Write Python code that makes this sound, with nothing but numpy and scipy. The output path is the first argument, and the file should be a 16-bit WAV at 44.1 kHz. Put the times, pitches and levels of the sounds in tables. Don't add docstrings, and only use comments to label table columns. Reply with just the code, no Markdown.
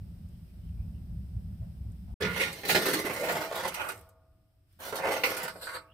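import sys
import numpy as np
from scipy import signal
from scipy.fft import rfft, irfft
from scipy.io import wavfile
from scipy.ndimage import uniform_filter1d

SR = 44100
rng = np.random.default_rng(int(sys.argv[2]) if len(sys.argv) > 2 else 0)


def materialize(psi):
    bounded = np.clip(np.atleast_2d(psi).T, -1, 1)
    quanta = np.round(bounded * 32767).astype(np.int16)
    wavfile.write(sys.argv[1], SR, quanta)


def linear_from_db(decibels):
    return 10 ** (np.asarray(decibels, float) / 20)


N = 261513
FIRE_END_S, RAKE_START_S = 2.142, 2.2

ZONES_HZ = [230, 900, 3000, 6500, 16000]
# frequency in Hz, balance in dB
STEEL_BALANCE = [(60, -1.0), (180, -11.5), (550, 1), (1650, -7), (4970, -0.5), (15000, -1)]
# time in seconds, sharpness as a factor, wall drive in dB, edge zone in dB, squeal as a factor
FOCUS = [(2.2, 1.8, -6.5, 6, 0.23), (2.8, 1.32, -8, 1, 0.087), (3.2, 0.63, 0, -2.5, 0.13),
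         (3.7, 0.86, -4, 1, .1), (3.85, 0.78, -7, -6.5, 0.096), (4.8, 0.92, -1, -2, .1),
         (5.45, 0.8, -4.5, 1.5, 0.26), (5.6, 1.5, -6, -0.5, 1.6), (5.7, 2.9, 3, -1.5, 1.3),
         (5.78, 2.2, -10, 2, 3.7), (5.93, 1.3, -24.5, 3, 1.4)]


def in_time(rows):
    s, *columns = np.transpose(rows)
    return [np.interp(np.arange(N) / SR, s, column) for column in columns]


def at_hz(points, hz):
    curve_hz, value = np.transpose(points)
    return np.interp(np.log(hz), np.log(curve_hz), value)


def rms_one(x):
    return x / np.sqrt(np.mean(x ** 2) + 1e-20)


def drift(rate):
    r = np.exp(-80 * np.pi * rate / SR)
    slow = signal.lfilter([1], [1, -2 * r, r * r], rng.standard_normal(N // 40 + 2002))[2000:]
    return np.interp(np.arange(N) / 40, np.arange(len(slow)), rms_one(slow))


def swell_db(s, width):
    return -11.5 * np.abs((np.arange(N) / SR - s) / width) ** 1.51


def ring(x, hz, t60):
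    r, w = linear_from_db(-60 / (t60 * SR)), 2 * np.pi * hz / SR
    return signal.lfilter([0, np.sin(w)], [1, -2 * r * np.cos(w), r * r], x + 1e-18)


def two_ears(mid, side, alike):
    return np.sqrt(1 + alike) * mid + np.sqrt(1 - alike) * side * [[1], [-1]]


def air_noise(gain_of_hz):
    # frequency in Hz, likeness of the two ears from 0 to 1
    air_likeness = [(60, 0.96), (180, 1), (550, 0.3), (1650, 0), (4970, 0), (15000, 0.4)]
    hz = np.maximum(np.arange(N // 2 + 1) * SR / N, 1)
    mid, side = rfft(rng.standard_normal((2, N)))
    both = two_ears(mid, side, np.clip(at_hz(air_likeness, hz), 0, 1))
    return rms_one(irfft(both * gain_of_hz(hz), N))


def microphone_hiss():
    # frequency in Hz, density in dB per Hz
    hiss_colour = [(590, -33), (1000, -9.5), (1290, -2), (1480, -2), (2120, -3.5), (2930, -3.5),
                   (4540, -6.5), (5150, -1.5), (5720, -8), (6720, -17), (7550, -9.5), (8470, -4.5),
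                   (10100, -9), (15100, -5.5), (15800, -21)]
    return air_noise(lambda hz: linear_from_db(at_hz(hiss_colour, hz)) * (hz > 900))


def birds():
    # start in seconds, length in seconds, first pitch in Hz, last pitch in Hz, level in dB
    whistles = [
        (0.302, 0.092, 3080, 3300, -75),
        (0.446, 0.11, 2330, 2500, -76),
        (.58, 0.16, 2880, 3220, -73),
        (.74, 0.16, 2200, 2720, -72),
        (0.916, 0.11, 2960, 2750, -71),
        (5.85, 0.15, 2500, 3300, -66),
        (5.903, .08, 3200, 3300, -64),
    ]
    out = np.zeros(N + SR)
    for s, length, first_hz, last_hz, db in whistles:
        n = round(length * SR)
        phase = 2 * np.pi * np.cumsum(np.linspace(first_hz, last_hz, n)) / SR
        out[round(s * SR):][:n] += linear_from_db(db) * np.hanning(n) * np.sin(phase)
    return out[:N] * [drift(160), drift(156)]


def tent(force):
    # time in seconds, ground rumble in dB, leg boom in dB
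    thumps = [(2.23, -41, -39.5), (2.29, -45, -42.5), (2.37, -49.5, -46), (2.471, -51, -44.5),
              (2.76, -50, -35), (2.94, -70, -44.5), (3.11, -53, -44.5), (3.33, -51.5, -44),
              (3.66, -52.5, -48.5), (3.98, -54, -64.5), (4.36, -62, -71.5), (4.819, -73.5, -84.5),
              (5.13, -72.5, -69), (5.45, -68, -50.5), (5.92, -64, -72.5)]
    # frequency in Hz, density in dB per Hz
    still_colour = [(12, -34), (30, -3), (91, 4), (238, -23), (285, -10), (424, -27.5), (665, -26),
                    (1500, -36.5), (1950, -65), (3300, -120)]
    t = np.arange(N) / SR
    box_power = uniform_filter1d(force[0, 0] ** 2, size=round(0.11 * SR))
    box_db = 10 * np.log10(box_power + 1e-9)
    power = linear_from_db(np.array([[-58.5], [-54]]) + (box_db + 34.5) * [[0.33], [0.8]]) ** 2
    for s, rumble_db, boom_db in thumps:
        shape = linear_from_db(np.minimum(250.5 * (t - s), 115.5 * (s - t)))
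        power = power + np.outer(linear_from_db([rumble_db, boom_db]), shape) ** 2

    def rumble_gain(hz):
        return (hz < 130) / np.hypot(1, (hz - 85) / 30) * hz ** 2 / (hz ** 2 + 2500)

    def boom_gain(hz):
        return (hz > 120) * (hz < 260) / np.hypot(1, (hz - 176) / 20)

    rumble = linear_from_db(0.5 * drift(8.5)) * air_noise(rumble_gain)
    boom = air_noise(boom_gain)
    still = linear_from_db(-65.5) * air_noise(lambda hz: linear_from_db(at_hz(still_colour, hz)) * (hz < 1500))
    return np.sqrt(power[0]) * rumble + np.sqrt(power[1]) * boom + still


def pops():
    # time in seconds, peak in dB, pitch in Hz, t60 in seconds
    spits = [
        (0.287, -59, 8650, .03),
        (.69, -60, 2800, .02),
        (1.37, -62, 1900, .02),
        (1.43, -68, 9000, .02),
        (1.61, -53, 620, 0.33),
        (1.645, -68, 1500, .03),
        (1.919, -55, 8300, 0.022),
        (2.03, -64, 11200, 0.017),
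        (2.07, -54, 736.6, 0.42),
    ]
    out, t = np.zeros((2, N)), np.arange(SR // 8) / SR
    for s, db, hz, t60 in spits:
        shape = linear_from_db(-60 * t / t60) * (1 - np.exp(-t / (0.037 * t60)))
        spit = rng.standard_normal((2, len(t))) * shape
        spit = signal.sosfilt(signal.butter(1, [hz * 0.96, hz * 1.08], "band", fs=SR, output="sos"), spit)
        out[:, round(s * SR):][:, :len(t)] += linear_from_db(db) * spit / np.abs(spit).max()
    return out


def fire():
    # time in seconds, roar in dB
    draught = [
        (0.0, -50),
        (0.1, -45),
        (0.26, -44),
        (0.58, -50),
        (0.66, -39),
        (1.5, -40),
        (1.88, -39.5),
        (1.98, -45.5),
        (2.14, -34.5),
    ]
    # time in seconds, level above the draught in dB, half width in seconds
    surges = [
        (0.0, 10, 0.14),
        (0.7, 2, 0.056),
        (0.83, 6.5, 0.056),
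        (1.16, 5, 0.074),
        (1.37, 8, 0.033),
        (1.5, 6, 0.018),
        (1.63, 9.5, 0.027),
        (1.89, 7, 0.06),
    ]
    # frequency in Hz, density in dB per Hz
    flame_colour = [(12, -45), (25, -17), (48, -3.5), (70, -0.5), (124, -10.5), (178, -9), (306, -27.5),
                    (367, -28), (409, -36.5), (619, -34), (1500, -54), (1950, -91), (3300, -120)]
    # pitch in Hz, width in Hz, level in dB
    air_modes = [(61.9, 6.4, -2), (87.6, 36, -10), (166, 9.1, -4.5), (193, 7.8, -8.5)]
    draught_db, = in_time(draught)
    surge_db = sum(db * linear_from_db(swell_db(s, width)) for s, db, width in surges)
    roar_db = draught_db + surge_db
    flue_db = -43.5 + (draught_db + 40.5) - 0.76 * surge_db

    def hum(hz, rows):
        return sum(linear_from_db(db) / np.hypot(1, 2 * (hz - f) / width) for f, width, db in rows)

    def firebox_gain(hz):
        return hum(hz, air_modes[:2]) * (hz < 125) * hz ** 2 / (hz ** 2 + 1600)

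    def flue_gain(hz):
        return hum(hz, air_modes[2:]) * (hz < 260) * (hz > 110)

    roar = linear_from_db(roar_db - 3.0) * air_noise(firebox_gain)
    flue = linear_from_db(flue_db - 6.5 + 1.7 * drift(7.2)) * air_noise(flue_gain)
    flame_level = linear_from_db(0.2 * roar_db + drift(4) - 38.0)
    flame = flame_level * air_noise(lambda hz: linear_from_db(at_hz(flame_colour, hz)) * (hz < 1500))
    return roar + flue + flame


def cavity(steel):
    t = np.arange(SR * 3 // 4) / SR
    tail = rng.standard_normal((2, len(t))) * [[1], [0.4]] * linear_from_db(-60 * t)
    mid, side = signal.sosfilt(signal.butter(2, [400, 1400], "band", fs=SR, output="sos"), tail)
    tail = np.array([mid + side, mid - side]) / np.sqrt(np.sum(mid ** 2))
    return linear_from_db(-31.5) * signal.fftconvolve(steel.mean(axis=0)[None], tail, axes=1)[:, :N]


def struck(knocks, modes):
    clicks, out = np.zeros(N), np.zeros(N)
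    for s, db in knocks:
        clicks[round(s * SR)] = linear_from_db(db)
    for hz, db, t60 in modes:
        twin = 0.6 * ring(clicks, hz * 1.1, 1.3 * t60)
        out += linear_from_db(db) * (ring(clicks, hz, t60) + twin)
    return out


def shell():
    # time in seconds, level in dB
    last_knocks = [
        (3.889, -54),
        (5.755, -60),
    ]
    # pitch in Hz, level in dB, t60 in seconds
    shell_modes = [(483, -5, 0.97), (664, -9.5, 1.23), (1110, -6, 0.98), (1206, -5, 0.55), (1280, -12, .63),
                   (1690, -16, .48), (1728, -15, .5), (2180, -6.5, .38)]
    return struck(last_knocks, shell_modes)


def rake_rod():
    # time in seconds, level in dB
    rod_knocks = [(2.862, -36), (2.9, -47), (2.937, -40), (3.055, -45), (3.135, -46), (3.195, -50),
                  (3.24, -47), (5.238, -43), (5.303, -36.5), (5.315, -44), (5.375, -49)]
    return struck(rod_knocks, [(12516, 0, 0.07)])


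def box_knocks():
    # time in seconds, level in dB, pitch in Hz, t60 in seconds
    wall_knocks = [(2.212, -33, 423, .2), (2.222, -30, 422, .25), (2.238, -29.5, 424.6, 0.21),
                   (2.258, -30.5, 171.5, 0.39), (4.926, -35, 500, 0.064), (5.557, -43.5, 590, 0.068),
                   (5.79, -55, 1144, .4), (2.25, -40, 477, 0.17), (2.752, -27, 360, .25),
                   (2.765, -28, 629, 0.12), (2.865, -32, 345, 0.24), (2.938, -32.5, 309.5, 0.32),
                   (3.048, -34, 304, .2), (3.797, -40, 937, 0.098), (3.889, -40.5, 1416, .12),
                   (5.236, -27, 2193, 0.11), (5.671, -39, 1456, 0.25), (5.72, -51, 1394, .2),
                   (5.69, -48, 1830, .15)]
    return sum(struck([(s, db)], [(hz, 0, t60)]) for s, db, hz, t60 in wall_knocks) * linear_from_db([[-1.5], [1.5]])


def walls(force):
    # pitch in Hz, level in dB, t60 in seconds
    wall_modes = [(294, -26, 0.65), (310.8, -10.5, 0.35), (364, -13, 0.22), (416, -13, 0.22),
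                  (470, -25, 0.96), (518, -13, 0.2), (544, -25.5, 0.15), (645, -22, 1.6), (876, -19, 0.62),
                  (1020, -26.5, 0.25), (1102, -22, 0.64), (1142, -24, 0.4), (1184, -19, 0.49),
                  (1280, -23, 0.5), (1360, -20, 0.22), (1422, -10, 0.31), (1803, -22.5, 0.34),
                  (2030, -12, .12), (2050, -9.5, 0.23), (2180, -22, 0.36), (2360, -17, 0.35),
                  (2680, -22, 0.29), (4200, -16.5, 0.12), (4330, -22.5, 0.11), (4600, -22, .1),
                  (5860, -17, 0.18), (12516, -14, 0.17)]
    out, start, drive_db = np.zeros((2, N)), round(FIRE_END_S * SR), in_time(FOCUS)[1]
    for hz, db, t60 in wall_modes:
        zone = np.searchsorted(ZONES_HZ, hz) - 1
        drive = (force[zone, 0] * linear_from_db(db + drive_db - 27.0 + 3.5 * drift(6.5)))[start:]
        twin = ring(drive, hz * rng.uniform(1.008, 1.018), 0.76 * t60)
        tone = ring(drive, hz, t60) - 0.73 * twin
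        lean = linear_from_db(at_hz(STEEL_BALANCE, hz) / 2)
        out[:, start:] += [tone * lean, np.roll(tone, rng.integers(-9, 9)) / lean]
    return out


def rake_force():
    # touch in seconds, lift in seconds
    contacts = [
        (2.2, 3.95),
        (4.791, 5.765),
    ]
    drag_db = [-56.5, -63.5, -72, -61.5]
    # time in seconds, half width in seconds, panel in dB,
    # box above the panel in dB, grit above the panel in dB
    pushes = [(2.231, 0.11, -34, -4.5, -21), (2.412, 0.089, -31, -6.5, -11.5), (2.569, 0.13, -52.5, 1, -2),
              (2.698, 0.022, -43.5, 13.5, 8.5), (2.76, 0.029, -31.5, -7, -2.5),
              (2.725, 0.044, -31.5, -0.5, -2), (2.871, 0.15, -33, 2, -4), (2.958, 0.055, -47, 4, 2.5),
              (3.099, 0.096, -39.5, 1, -20), (3.19, 0.28, -46.5, 9, -0.5),
              (3.309, 0.091, -34.5, 1.5, -11.5), (3.417, 0.051, -38, -2, -7.5),
              (3.571, 0.074, -40, 0.5, -6.5), (3.656, 0.041, -36, -1.5, -9),
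              (3.746, 0.013, -45.5, -16, 6.5), (3.82, 0.091, -37.5, -4.5, -13.5),
              (3.90, 0.051, -54.5, 3.5, -1), (4.873, 0.071, -46.5, 0.5, -1), (4.969, 0.031, -47, 3, 3.5),
              (5.066, 0.099, -34, 2.5, -25), (5.133, 0.066, -35.5, 2.5, -6.5),
              (5.288, 0.079, -36, -2, -6.5), (5.418, 0.085, -38, -8, -10.5), (5.6, 0.0086, -63, -8, 1),
              (5.633, 0.028, -48, -2.5, -0.5), (5.66, 0.016, -51.5, -1, 5), (5.69, 0.053, -47.5, -5, -3),
              (5.754, 0.041, -40.5, -10, -8.5)]
    # time in seconds, peak in dB, box and grit above the panel in dB
    jolts = [(2.2058, -27.5, 9, -0.5), (2.2209, -14.5, -9.5, -16.5), (2.247, -16.5, -15, -29),
             (2.3612, -18, -18, -33), (2.3969, -17, -11.5, -13.5), (2.6341, -22, 4, -33),
             (2.6502, -19.5, 2.5, -5), (2.678, -22, -13, 0), (2.694, -6.5, -38, -11.5),
             (2.7472, -4, -0.5, -11), (2.75, -4, -7, -16), (2.76, -20, -12, -18), (2.773, -27, -12, -21),
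             (2.8562, -18, -16, -4), (2.9315, -13, -3.5, -1), (3.042, -25, 9.5, -17.5), (3.05, -27, 9, -2),
             (3.097, -21, 5, -31), (3.1615, -20, -4, -9), (3.231, -24, 9, -23), (3.285, -17, -10, -28),
             (3.352, -26, 6.5, -5), (3.4062, -24, 2.5, -25), (3.5131, -24, 6.5, -33), (3.5222, -24, 3, -15),
             (3.544, -30.5, 8.5, -15.5), (3.6268, -27, 3, -17), (3.6763, -25.5, -20.5, 3),
             (3.741, -23, -25, -2), (3.796, -28, -6, -28), (3.8469, -29, -10.5, -9),
             (3.8891, -18.5, -12.5, -8), (4.801, -34.5, 1, 1.5), (4.9257, -20.5, 6, -70),
             (4.9547, -25, -15, 1), (5.0203, -39, -3, 0), (5.067, -26, -10, -30), (5.108, -19, 0.5, -28),
             (5.166, -18, 3, -22), (5.2359, -7.5, -5.5, -16.5), (5.3661, -22.5, -5.5, 4),
             (5.4304, -26.5, -4, 6), (5.4784, -24, -20, -4.5), (5.5576, -36.5, 6.5, -25),
             (5.612, -36, -16, 5.5), (5.671, -22, -15, -38), (5.689, -24.5, -19, -35.5)]
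    # time in seconds, peak in dB, t60 in seconds
    cinders = [(2.528, -41, 0.035), (2.687, -25.5, 0.022), (2.8957, -38, .04), (2.999, -35.5, .02),
               (3.1361, -39, 0.071), (3.235, -47, 0.037), (3.3216, -36, 0.06), (3.3707, -44, 0.025),
               (3.5562, -42, .04), (3.8868, -36, .015), (3.918, -45, .015), (3.944, -60, 0.011),
               (3.965, -60, 0.014), (3.976, -50.5, .015), (3.9926, -53, .015), (4.0111, -51, .012),
               (4.0896, -58, 0.025), (4.7248, -66.5, .03), (5.081, -51, .03), (5.1164, -47, 0.033),
               (5.2382, -33, 0.013), (5.2558, -31, .03)]
    # time in seconds, box in Hz, panel in Hz, edge in Hz
    place = [(2.2, 424, 1800, 3760), (2.3, 431, 1910, 3730), (2.42, 468, 2060, 3830),
             (2.7, 400, 2010, 4170), (2.76, 400, 1870, 4000), (2.88, 349, 1850, 4200),
             (2.97, 363, 1840, 4230), (3.07, 484, 2050, 4200), (3.3, 583, 2000, 4060),
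             (3.43, 550, 1260, 4400), (3.55, 568, 1244, 3900), (3.65, 590, 1810, 4140),
             (3.75, 503, 2180, 4300), (3.8, 610, 1240, 4300), (3.9, 510, 1360, 4100),
             (4.06, 506, 1130, 3620), (4.8, 542, 1570, 4060), (5.0, 495, 1570, 4300),
             (5.18, 523, 2070, 3700), (5.25, 507, 2230, 4600), (5.5, 584, 1380, 4600),
             (5.7, 523, 1400, 4030), (5.77, 533, 1540, 4050), (5.85, 500, 1150, 4440)]
    t, age, stick = np.arange(N) / SR, np.arange(SR // 6) / SR, SR // 60
    touching = sum(np.interp(t, [down - 0.004, down, up, up + 0.11], [0, 1, 1, 0]) ** 3.7 for down, up in contacts)
    power = linear_from_db(drag_db)[:, None] ** 2
    for s, width, db, box_db, grit_db in pushes:
        zones_db = db - 1.5 + np.array([box_db, 0, 0.5 + grit_db, grit_db])
        power = power + np.outer(linear_from_db(zones_db), linear_from_db(swell_db(s, width))) ** 2
    power = power * touching
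    cracks = np.zeros((4, 1, N))
    for s, db, box_db, grit_db in jolts:
        edge_db = -3.5 + 0.23 * grit_db
        t60 = 0.082 + 0.001 * (db + 17.5)
        i, gain = round(s * SR), linear_from_db(db - 15.5 + np.array([box_db, 0, edge_db, grit_db]))
        power[:, i - stick:i] *= linear_from_db(np.linspace(0, -11.0, stick))
        shape = linear_from_db(-60 * (age / t60) ** 1.192) * (1 - np.exp(-age / 0.0008))
        power[:, i:i + len(age)] += np.outer(gain, shape) ** 2
        cracks[:, 0, i] = [8, 7, 4, 2] * gain
    for s, db, t60 in cinders:
        shape = linear_from_db(-60 * age / t60)
        power[2:, round(s * SR):][:, :len(age)] += np.outer(linear_from_db([db - 7.5, db]), shape) ** 2
    sizes = linear_from_db(2.6 * np.minimum(rng.exponential(1, N), 4)) * rng.choice([-1, 1], N)
    falling = rng.random(N) < 9000 / SR
    grains = rms_one(sizes * falling * linear_from_db(2.85 * drift(53) + 1.5 * drift(280)))
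    ash = np.array([0.03, 0.35, 0.5, 0.55])[:, None, None]
    rub = np.sqrt(1 - ash) * grains + np.sqrt(ash) * rng.standard_normal((2, N))
    power[2] *= linear_from_db(in_time(FOCUS)[2]) ** 2
    return np.sqrt(power)[:, None] * rub + cracks, in_time(place)


def panels(force, pitches_hz, count=600, step=4400):
    # frequency in Hz, density in dB per Hz
    steel_colour = [(245, -25.5), (330, -1), (500, 0), (630, 6), (800, -4), (1050, -21.5), (1400, -14),
                    (1680, -22.5), (2050, -15), (2700, -17.5), (4400, -26.5), (5800, -22), (7100, -29.5),
                    (8600, -21.5), (15800, -24.5)]
    # frequency in Hz, t60 in seconds
    damping = [(250, 0.073), (600, 0.1), (2000, 0.11), (6000, 0.19), (15000, 0.01)]
    # frequency in Hz, likeness of the two ears from 0 to 1
    steel_likeness = [(250, 0.94), (550, 1), (1000, 0.6), (2500, 0.1), (7000, 0.4), (15000, 0)]
    # pitch in Hz, relative width as a ratio, strength as a factor (negative for a dead spot)
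    blade_modes = [(4400, 0.17, 0.92), (8150, 0.16, .7), (12200, .06, .3), (6300, .09, -1.7),
                   (10200, 0.058, -0.83), (14800, .09, -0.83)]

    hz = np.sort(ZONES_HZ[0] + 15600 * rng.random(count) ** 1.6)
    t = np.arange(SR // 7) / SR
    t60 = at_hz(damping, hz)
    decay = np.log(1000) / (t60 * rng.uniform(0.3, 1.0, count))
    waves = np.exp(np.outer(2j * np.pi * hz - decay, t))
    n_brief = SR // 50
    brief = waves[:, :n_brief] * linear_from_db(-60 * t[:n_brief] / (0.0029 + 6.8 / hz[:, None]))
    alike = np.clip(at_hz(steel_likeness, hz), 0, 1)
    per_mode = linear_from_db(at_hz(steel_colour, hz)) * np.sqrt(hz ** 0.375 / t60)
    per_mode = per_mode * linear_from_db(at_hz(STEEL_BALANCE, hz) / 2 * [[1], [-1]])
    share = np.sin(np.pi * np.arange(2 * step) / (2 * step))
    phase = rng.uniform(0, 2 * np.pi, (2, count))
    focus, *_, squeal = in_time(FOCUS)
    out = np.zeros((2, N + 2 * step + len(t)))
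    force = np.pad(force, ((0, 0), (0, 0), (0, 2 * step)))

    def bump(centre_hz, width):
        return np.exp(-(np.log(hz / centre_hz) / width) ** 2)

    for i in range(round(FIRE_END_S * SR) - step, N - step, step):
        now = i + step
        phase = phase + rng.normal(0, 1, (2, count)) * np.minimum(hz / 1200, 2.5)
        mid, side = linear_from_db(rng.normal(0, 2.2, (2, count))) * np.exp(1j * phase)
        ears = two_ears(mid, side, alike) * per_mode
        for pitch_hz, boost, width in zip(pitches_hz, (3.2, 1.8, 1.2), (0.17, 0.2, 0.16)):
            ears = ears * (1 + boost * focus[now] * bump(pitch_hz[now], width))
        for blade_hz, width, boost in blade_modes:
            ears = ears * np.maximum(1 + boost * squeal[now] * bump(blade_hz, width), 0.1)
        for zone, low, high in zip(force, ZONES_HZ, ZONES_HZ[1:]):
            inside = slice(*np.searchsorted(hz, [low * 0.87, high * 1.15]))
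            edge = np.minimum(np.log(hz[inside] / low), np.log(high / hz[inside]))
            mix = ears[:, inside] * np.sin(np.pi / 4 * np.clip(1 + edge / 0.14, 0, 2))
            answer = (mix @ waves[inside]).imag
            answer[:, :n_brief] += 1.3 * (mix @ brief[inside]).imag
            answer = answer / np.sqrt(np.sum(answer.mean(axis=0) ** 2))
            heard = signal.fftconvolve(zone[:, i:i + 2 * step] * share, answer, axes=1)
            out[:, i:i + heard.shape[1]] += heard
    return signal.sosfilt(signal.butter(4, 250, "high", fs=SR, output="sos"), out[:, :N])


def scene():
    # time in seconds, level in dB
    gate = [
        (2.2, -79),
        (4.0, -64),
        (4.15, -82),
        (4.66, -83),
        (4.72, -74.5),
        (5.78, -78),
        (5.83, -75),
        (5.93, -80),
    ]
    t = np.arange(N) / SR
    hiss = microphone_hiss()
    burning = fire() + linear_from_db(-71) * hiss
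    force, pitches_hz = rake_force()
    steel = panels(force, pitches_hz) + walls(force) + shell() + rake_rod() + box_knocks()
    raking = steel + cavity(steel) + tent(force) + linear_from_db(in_time(gate)[0]) * hiss
    before = np.clip((FIRE_END_S - t) / 0.002, 0, 1)
    after = np.clip((t - RAKE_START_S) / 0.017, 0, 1)
    return (pops() + birds()) * (before + after) + burning * before + raking * after


def top_cut(x):
    return signal.sosfilt(signal.butter(12, 15850, fs=SR, output="sos"), x)


def record(dry):
    mix = signal.sosfilt(signal.cheby2(18, 50, 16100, fs=SR, output="sos"), dry)
    return top_cut(mix)


dry = scene()
out = record(dry)
materialize(out)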